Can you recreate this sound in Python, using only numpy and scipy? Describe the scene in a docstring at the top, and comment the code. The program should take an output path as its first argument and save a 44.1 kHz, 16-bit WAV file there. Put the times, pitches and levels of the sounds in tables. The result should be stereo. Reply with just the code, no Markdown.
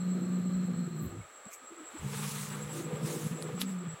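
"""In a room at night, a cat with a rat in its jaws gives two long closed-mouth growls and slinks off
between them. Its vocal folds hum and flap, and the flaps make its throat and mouth ring with a rasp.
Clothes rustle as a hand-held phone follows close by, with soft bumps, scuffs, knocks and sharp ticks
on the left. Behind it all are the room's hush, a faint whine and a cricket that throbs throughout;
a second insect buzzes for about the first second."""
import sys
import numpy as np
from scipy import signal
from scipy.fft import rfft, irfft
from scipy.io import wavfile
from scipy.ndimage import uniform_filter1d

SR = 44100
rng = np.random.default_rng(int(sys.argv[2]) if len(sys.argv) > 2 else 0)


def bounce(signal):
    """Save signal as a 16-bit WAV file at the path given by the first command-line argument."""
    frames = np.transpose(np.atleast_2d(signal))
    limited = np.clip(frames, -1, 1)
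    pcm = np.round(limited * 32767).astype(np.int16)
    wavfile.write(sys.argv[1], SR, pcm)


N = 176400  # 4 seconds


def undb(db):
    """Turn decibels into a gain to multiply by."""
    return 10 ** (np.asarray(db) / 20)


def unit(x):
    """Scale a signal to an average strength (rms) of 1."""
    return x / np.sqrt(np.mean(x ** 2))


def times():
    """The time of every sample."""
    return np.arange(N) / SR


def curve(rows, column=1):
    """One column of a table, joined by straight lines in time."""
    rows = np.array(rows, float)
    return np.interp(times(), rows[:, 0], rows[:, column])


def fader(rows, column=1):
    """Gain from a dB column, silent outside the table's span."""
    inside_s = np.minimum(times() - rows[0][0], rows[-1][0] - times())
    return undb(curve(rows, column)) * np.clip(inside_s / 0.0034 + .5, 0, 1)


def pan(db):
    """Left and right gains, with the left louder by db."""
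    return unit(undb(np.array([[db], [-db]]) / 2))


def walk(rate_hz):
    """A smooth random wander of size 1; a higher rate moves faster."""
    freqs = np.fft.rfftfreq(N, 1 / SR)
    return unit(irfft(rfft(rng.standard_normal(N)) / (1 + (freqs / rate_hz) ** 4), N))


def ring(x, hz, width):
    """A resonance: keep a narrow band around one pitch, filtering twice."""
    b, a = signal.iirpeak(min(hz, .45 * SR), hz / width, fs=SR)
    return signal.lfilter(b, a, signal.lfilter(b, a, x))


def noise_band(hz, width):
    """Stereo noise around one pitch."""
    return ring(rng.standard_normal((2, N)), hz, width)


def air(colour, alike_hz=600):
    """Wide stereo noise of a given tone colour, alike on both sides in the bass."""
    freqs = np.fft.rfftfreq(N, 1 / SR) + 1
    hz, db = np.array(colour, float).T
    mid, side = rfft(rng.standard_normal((2, N))) * undb(np.interp(np.log(freqs), np.log(hz), db))
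    alike = .9 / (1 + (freqs / alike_hz) ** 4)
    return unit(irfft(mid * np.sqrt(1 + alike) + side * np.sqrt(1 - alike) * np.array([[1], [-1]]), N))


def room(x, echo_db, fade_s=0.2):
    """The direct sound plus a short echo that differs left and right."""
    t = times()[:SR // 2]
    tail = rng.standard_normal((2, len(t))) * undb(-60 * t / fade_s)
    tail /= np.sqrt(np.sum(tail ** 2, axis=1, keepdims=True))
    return x + undb(echo_db) * signal.fftconvolve(x[None], tail, axes=1)[:, :N]


def hush():
    """The quiet room: soft, almost steady noise."""
    # tone colour of the hush (frequency [Hz], relative level [dB])
    colour = [(25, -35), (60, -17), (170, -19), (300, -6.5), (480, 2.5), (750, 1), (1050, -1.5), (1450, 2),
              (2200, -3.5), (3200, -8.5), (4300, -10), (4750, -18.5), (6000, -15), (9000, -20),
              (10300, -17), (13000, -27.5), (15000, -20.5)]
    return undb(-51.5 + .5 * walk(9.9)) * air(colour) * pan(1.5)


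def whine(wander_hz=29.84):
    """A faint far-off whine: a narrow band of noise whose pitch wavers."""
    band = signal.hilbert(noise_band(1221.5, width=130))
    waver = np.exp(2j * np.pi * np.cumsum(wander_hz * walk(8.83)) / SR)
    return undb(-55) * unit(np.real(band * waver)) * pan(7.5)


def crickets(pitch_hz=7676, rise_hz_per_s=23.1, scatter_hz=59.2, half_chirp_s=0.02):
    """One cricket's chirps, blurred by distance, over a far chorus that throbs with them."""
    # chirps (time [s], relative level [dB])
    chirps = [(.01, -51), (0.121, -49), (.23, -55.5), (0.349, -51.5), (0.471, -53), (.55, -52), (.65, -52),
              (0.779, -49), (.86, -52), (.99, -50), (1.09, -54), (1.231, -60), (1.36, -51), (1.47, -48),
              (1.56, -52), (1.679, -48.5), (1.791, -54), (1.881, -46.5), (1.98, -47), (2.09, -51.5),
              (2.2, -45.5), (2.3, -53), (2.41, -55), (2.529, -44.5), (2.63, -45.5), (2.72, -48.5),
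              (2.852, -49), (2.96, -51), (3.049, -56), (3.15, -51), (3.27, -52.5), (3.38, -48),
              (3.46, -51.5), (3.59, -49.5), (3.689, -45.5), (3.8, -53), (3.91, -45.5)]
    t = times()
    song = signal.hilbert(noise_band(pitch_hz, width=140))
    song /= np.sqrt(uniform_filter1d(np.mean(song.real ** 2, axis=0), size=1500))  # even out the level
    cricket, throb = np.zeros((2, N)), np.zeros(N)
    for (at, db), chance in zip(chirps, rng.standard_normal(len(chirps))):
        near = abs(t - at) < .1
        age = t[near] - at
        swell = undb(db) * np.exp(-(age / half_chirp_s) ** 2 / 2)
        shift_hz = rise_hz_per_s * at + scatter_hz * chance
        cricket[:, near] += swell * np.real(song[:, near] * np.exp(2j * np.pi * shift_hz * age))
        throb[near] += swell
    chorus = (undb(-55.5) + undb(-9) * throb) * unit(noise_band(pitch_hz, width=440))
    return cricket + chorus


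def insect_buzz(end_s=1.21, fade_s=0.15):
    """A second insect: a steady high buzz that dies away."""
    # bands of the buzz (centre [Hz], width [Hz], relative level [dB])
    bands = [(3980, 210, -66.5), (4218, 86, -63), (11750, 120, -71)]
    buzz = sum(undb(db) * unit(noise_band(hz, width)) for hz, width, db in bands)
    return buzz * np.clip((end_s - times()) / fade_s, 0, 1)


def clothes(grain_db=0.86, patchy_db=2):
    """Cloth sliding: a grainy hiss whose colour shifts, above a duller swish."""
    # hiss of the cloth (time [s], level [dB], left minus right [dB])
    rustle = [(1.8, -75, 11), (2.02, -56.5, 6.5), (2.15, -43, 0), (2.27, -40, 0.5), (2.42, -40.5, 1),
              (2.58, -50.5, 2), (2.68, -54.5, 3.5), (2.78, -42.5, 5), (2.88, -57.5, 0.5),
              (3.02, -54.5, 2.5), (3.06, -42, 4), (3.1, -40, 1.5), (3.17, -44, 1.5), (3.26, -45.5, 2.5),
              (3.35, -54.5, 2), (3.58, -61, 5), (3.72, -55, -3), (3.85, -80, 12)]
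    # its tone colour (frequency [Hz], relative level [dB])
    cloth_colour = [(600, -18), (1500, -12), (3600, -5.5), (4900, -7), (6500, -3), (8500, -2),
                    (10500, -4.5), (12000, -10.5), (15500, -9)]
    # swish of the movement (time [s], level [dB])
    swish_levels = [(1.7, -69), (2.0, -51.5), (2.25, -44.5), (2.55, -46), (2.7, -51), (3.0, -48),
                    (3.3, -52), (3.6, -52.5), (4, -62.5)]
    # its tone colour (frequency [Hz], relative level [dB])
    swish_colour = [(300, -15), (440, 5), (680, -21), (850, 1.5), (1250, -0.5), (1600, -4), (2400, -4),
                    (4000, -11), (9000, -52)]
    cloth = air(cloth_colour)
    patches = sum((undb(patchy_db * walk(12)) - 1) * ring(cloth, hz, hz / 4)
                  for hz in np.geomspace(1500, 14000, 10))
    hiss = (cloth + patches) * fader(rustle) * undb(grain_db * walk(85))
    swish = air(swish_colour) * fader(swish_levels) * undb(2.35 * walk(22))
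    sides = undb(curve(rustle, column=2) * np.array([[1], [-1]]) / 2)
    return (hiss + swish) * sides


def bumps():
    """Soft bumps: low, unsteady tones that swell and fade."""
    # bumps (time [s], pitch [Hz], half length [s], level [dB])
    hits = [(0.565, 81.9, 0.017, -52), (1.07, 87.9, 0.017, -41), (1.469, 217, 0.007, -47.5),
            (1.634, 260, 0.012, -58), (1.726, 331.6, 0.011, -47.5), (1.809, 334.7, 0.029, -48.5),
            (1.957, 270, 0.011, -44), (2.032, 81.2, 0.024, -45.5), (2.661, 79.9, 0.018, -54)]
    out = np.zeros((2, N))
    for at, hz, half_s, db in hits:
        phase = 2 * np.pi * np.cumsum(hz * (1 + 0.1006 * walk(69))) / SR
        wave = np.sin(phase + .5 * np.array([walk(95), walk(62.6)]))  # each side wobbles its own way
        out += undb(db) * unit(wave) * np.exp(-((times() - at) / half_s) ** 2 / 2)
    return out


def scuffs():
    """Brief rubs: bursts of grainy noise."""
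    # rubs (time [s], half length [s], level [dB], left minus right [dB], centre [Hz], width [Hz])
    rubs = [(1.04, 0.037, -51.5, 7, 14300, 4500), (1.532, .02, -51.5, 7, 2300, 550),
            (2.548, 0.037, -43.5, 8, 1350, 392), (1.537, 0.012, -43, 6, 7200, 3000),
            (1.538, 0.016, -48.5, 8, 13500, 6000), (3.426, 0.0068, -37.5, 25, 9260, 2000),
            (3.579, 0.0071, -41, 0, 1054, 500), (3.616, 0.0078, -31, 35, 10660, 6620),
            (3.617, 0.016, -37.5, 22, 3330, 4000)]
    out = np.zeros((2, N))
    for at, half_s, db, pan_db, hz, width in rubs:
        grains = rng.standard_normal((2, N)) * undb(2.2 * walk(350))
        swell = np.exp(-abs(times() - at) / half_s)
        out += undb(db) * pan(pan_db) * unit(ring(grains, hz, width)) * swell
    return out


def knocks(decay_s=0.005):
    """Small knocks that ring briefly as the cat moves off."""
    # knocks (time [s], pitch [Hz], peak level [dB])
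    hits = [(1.21, 2200, -52.5), (1.487, 687, -53)]
    out = np.zeros(N)
    for at, hz, db in hits:
        age = np.maximum(times() - at, 0)
        out += undb(db) * np.sin(2 * np.pi * hz * age) * age / decay_s * np.exp(1 - age / decay_s)
    return out


def ticks(decay_s=0.00034):
    """Sharp ticks by the left microphone, one far louder than the rest; each dies at once."""
    # ticks (time [s], relative level [dB], pitch [Hz])
    hits = [(3.4245, -23.5, 4400), (3.6163, -11, 3770), (3.621, -28, 3320)]
    out = np.zeros(N)
    for at, db, hz in hits:
        age = np.maximum(times() - at, 0)
        out += undb(db) * np.sin(2 * np.pi * hz * age) * np.exp(-age / decay_s)
    return out * pan(33)


def flaps(rate_hz, timing_jitter=.16, scatter_db=2.0):
    """Slow, uneven pulses of the vocal folds."""
    gap_chance, level_chance = rng.standard_normal((400, 2)).T
    at = (np.cumsum(np.exp(timing_jitter * gap_chance)) / rate_hz * SR).astype(int)
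    return np.bincount(at[at < N], undb(scatter_db * level_chance[at < N]), N)


def rasp(flutter_hz, puff_s=0.0069):
    """The flaps and their puffs of air make the throat and mouth ring."""
    # strength of the rasp (time [s], relative throat level [dB], relative mouth level [dB])
    levels = [(0, -55, -65), (.17, -44, -47.5), (.34, -44.5, -51.5), (.56, -51, -54), (.665, -49, -68),
              (.685, -40, -42.5), (.76, -58, -53.5), (.87, -39.5, -61), (.91, -51, -80), (.96, -44, -54),
              (1.11, -44, -57), (1.19, -51, -61), (1.25, -101, -70), (1.96, -77, -84), (2.02, -52, -66),
              (2.12, -66, -58), (2.45, -73, -65), (2.52, -50, -48.5), (2.68, -52.5, -46.5),
              (2.77, -40, -44.5), (2.95, -49.5, -40.5), (3.12, -39.5, -40.5), (3.26, -43.5, -43.5),
              (3.3, -56, -49), (3.38, -41, -40.5), (3.55, -52.5, -45.5), (3.67, -54, -56), (3.75, -66, -85),
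              (3.84, -43.5, -77), (3.96, -84, -78)]
    # throat resonances (centre [Hz], width [Hz], relative level [dB])
    throat = [(263, 17.6, 1.5), (342.5, 77, -0.5)]
    # mouth resonances (centre [Hz], width [Hz], relative level [dB])
    mouth = [(428.7, 50, 2.5), (488.3, 53, 5), (544, 83, -8), (764, 87, -12)]
    pulses = flaps(flutter_hz)
    puffs = signal.lfilter([1], [1, -np.exp(-1 / (puff_s * SR))], pulses) * rng.standard_normal(N)
    drive = unit(pulses) + unit(puffs)
    out = np.zeros(N)
    for resonances, gain_db, column in [(throat, -2, 1), (mouth, -3, 2)]:
        ringing = unit(sum(undb(db) * ring(drive, hz, width) for hz, width, db in resonances))
        out += undb(gain_db) * ringing * fader(levels, column)
    return out


def throat_tone(flutter_hz, pitch_jitter=0.044, catch_db=8, half_catch_s=0.0036):
    """The hum of the vocal folds: it catches now and then, and beats with a second vibration."""
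    # the voice (time [s], pitch [Hz], roughness [0-1], second vibration against the first [dB])
    voice = [(0, 180.6, 0.11, -22), (.14, 181.7, 0.15, -20), (.2, 181, 0.21, -9.5), (.66, 182, 0.25, -18.5),
             (.72, 175.2, 0.06, -8), (.88, 174.2, 0.22, -11.5), (.98, 154, 0.14, -9),
             (1.06, 157.2, 0.5, -4), (1.1, 101.4, 0.7, -1), (1.24, 99.5, 0.42, -6),
             (2.03, 138.5, 0.36, -7.5), (2.15, 146, 0.29, -3.5), (2.62, 147.4, 0.22, -2),
             (2.8, 158, 0.36, -11), (3.3, 154, 0.28, -7), (3.55, 163, 0.35, -15), (3.63, 194, 0.25, -4.5),
             (3.8, 177.3, 0.11, -35), (3.94, 156, 0.2, -25)]
    # deep catches in the voice (time [s], level change [dB])
    catches = [(.2, -18), (.256, -17), (.42, -10), (.505, -22), (.73, -32), (.756, -20)]
    # second and third harmonics (relative level [dB])
    overtones_db = [-26.5, -31]
    rough = np.clip(curve(voice, column=2), 0, 1)
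    pitch_hz = curve(voice) * (1 + pitch_jitter * rough * walk(39.8))
    phase = 2 * np.pi * np.cumsum(pitch_hz) / SR + 2 * rough * walk(31)
    beat = 2 * np.pi * np.cumsum(flutter_hz * (1 + 0.17 * rough * walk(18))) / SR
    second_gain = undb(curve(voice, column=3))
    small_dips = unit(undb(-catch_db * rough * np.maximum(walk(33.0), 0) ** 2))
    deep_dips = undb(sum(db * np.exp(-((times() - at) / half_catch_s) ** 2 / 2) for at, db in catches))
    overtones = sum(undb(db) * np.sin(k * phase) for k, db in enumerate(overtones_db, start=2))
    hum = np.sin(phase) + overtones * (1 + np.cos(beat)) + second_gain * np.sin(phase + beat)
    return small_dips * deep_dips * hum / np.hypot(1, second_gain)


def growls(flutter_hz=58.91):
    """The cat's two growls: hum and rasp together, with a little room echo."""
    # strength of the hum, one list per growl (time [s], relative level [dB])
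    efforts = [
        [(0.0, -36), (0.06, -32.5), (0.158, -32.5), (0.185, -36.5), (0.22, -33), (0.66, -32.5), (0.784, -31.5),
         (0.926, -39), (1.036, -35.5), (1.092, -43.5), (1.12, -47), (1.138, -47.5), (1.206, -41.5), (1.27, -72)],
        [(1.98, -52), (2.016, -54), (2.04, -40), (2.06, -33), (2.092, -42), (2.114, -40.5), (2.28, -37.5),
         (2.33, -42.5), (2.358, -39), (2.472, -42.5), (2.524, -41), (2.678, -41.5), (2.702, -44), (2.73, -42),
         (2.75, -41), (2.836, -46), (2.852, -36), (2.91, -45), (2.942, -31.5), (2.978, -47.5), (3.05, -29.5),
         (3.078, -48), (3.105, -33), (3.135, -50), (3.17, -35), (3.196, -55), (3.22, -41), (3.245, -36.5),
         (3.268, -29.5), (3.292, -56), (3.314, -34), (3.354, -38.5), (3.4, -57), (3.422, -39.5), (3.492, -41),
         (3.516, -48.5), (3.544, -36), (3.588, -42), (3.634, -37), (3.776, -38.5), (3.834, -44), (3.884, -33.5),
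         (3.908, -44.5), (3.942, -38), (3.98, -104)],
    ]
    rasping = rasp(flutter_hz)
    hum = undb(4) * sum(fader(rows) for rows in efforts) * throat_tone(flutter_hz)
    return room(hum, echo_db=-12) + room(rasping, echo_db=-7)


def scene():
    """The cat and the rustling over the night background, which dips a little between the growls."""
    room_tone = hush() + whine()
    close_sounds = growls() + clothes() + bumps() + scuffs() + knocks() + ticks()
    insects = (crickets() + insect_buzz()) * pan(1.5)
    dip = undb(-2 * np.exp(-((times() - 1.4) / 0.71) ** 2))
    return (room_tone + insects) * dip + close_sounds


def record(dry, top_hz=15850):
    """The phone cuts the highest treble."""
    return signal.sosfilt(signal.ellip(10, .2, 80, top_hz, fs=SR, output="sos"), dry)


dry = scene()
out = record(dry)
bounce(out)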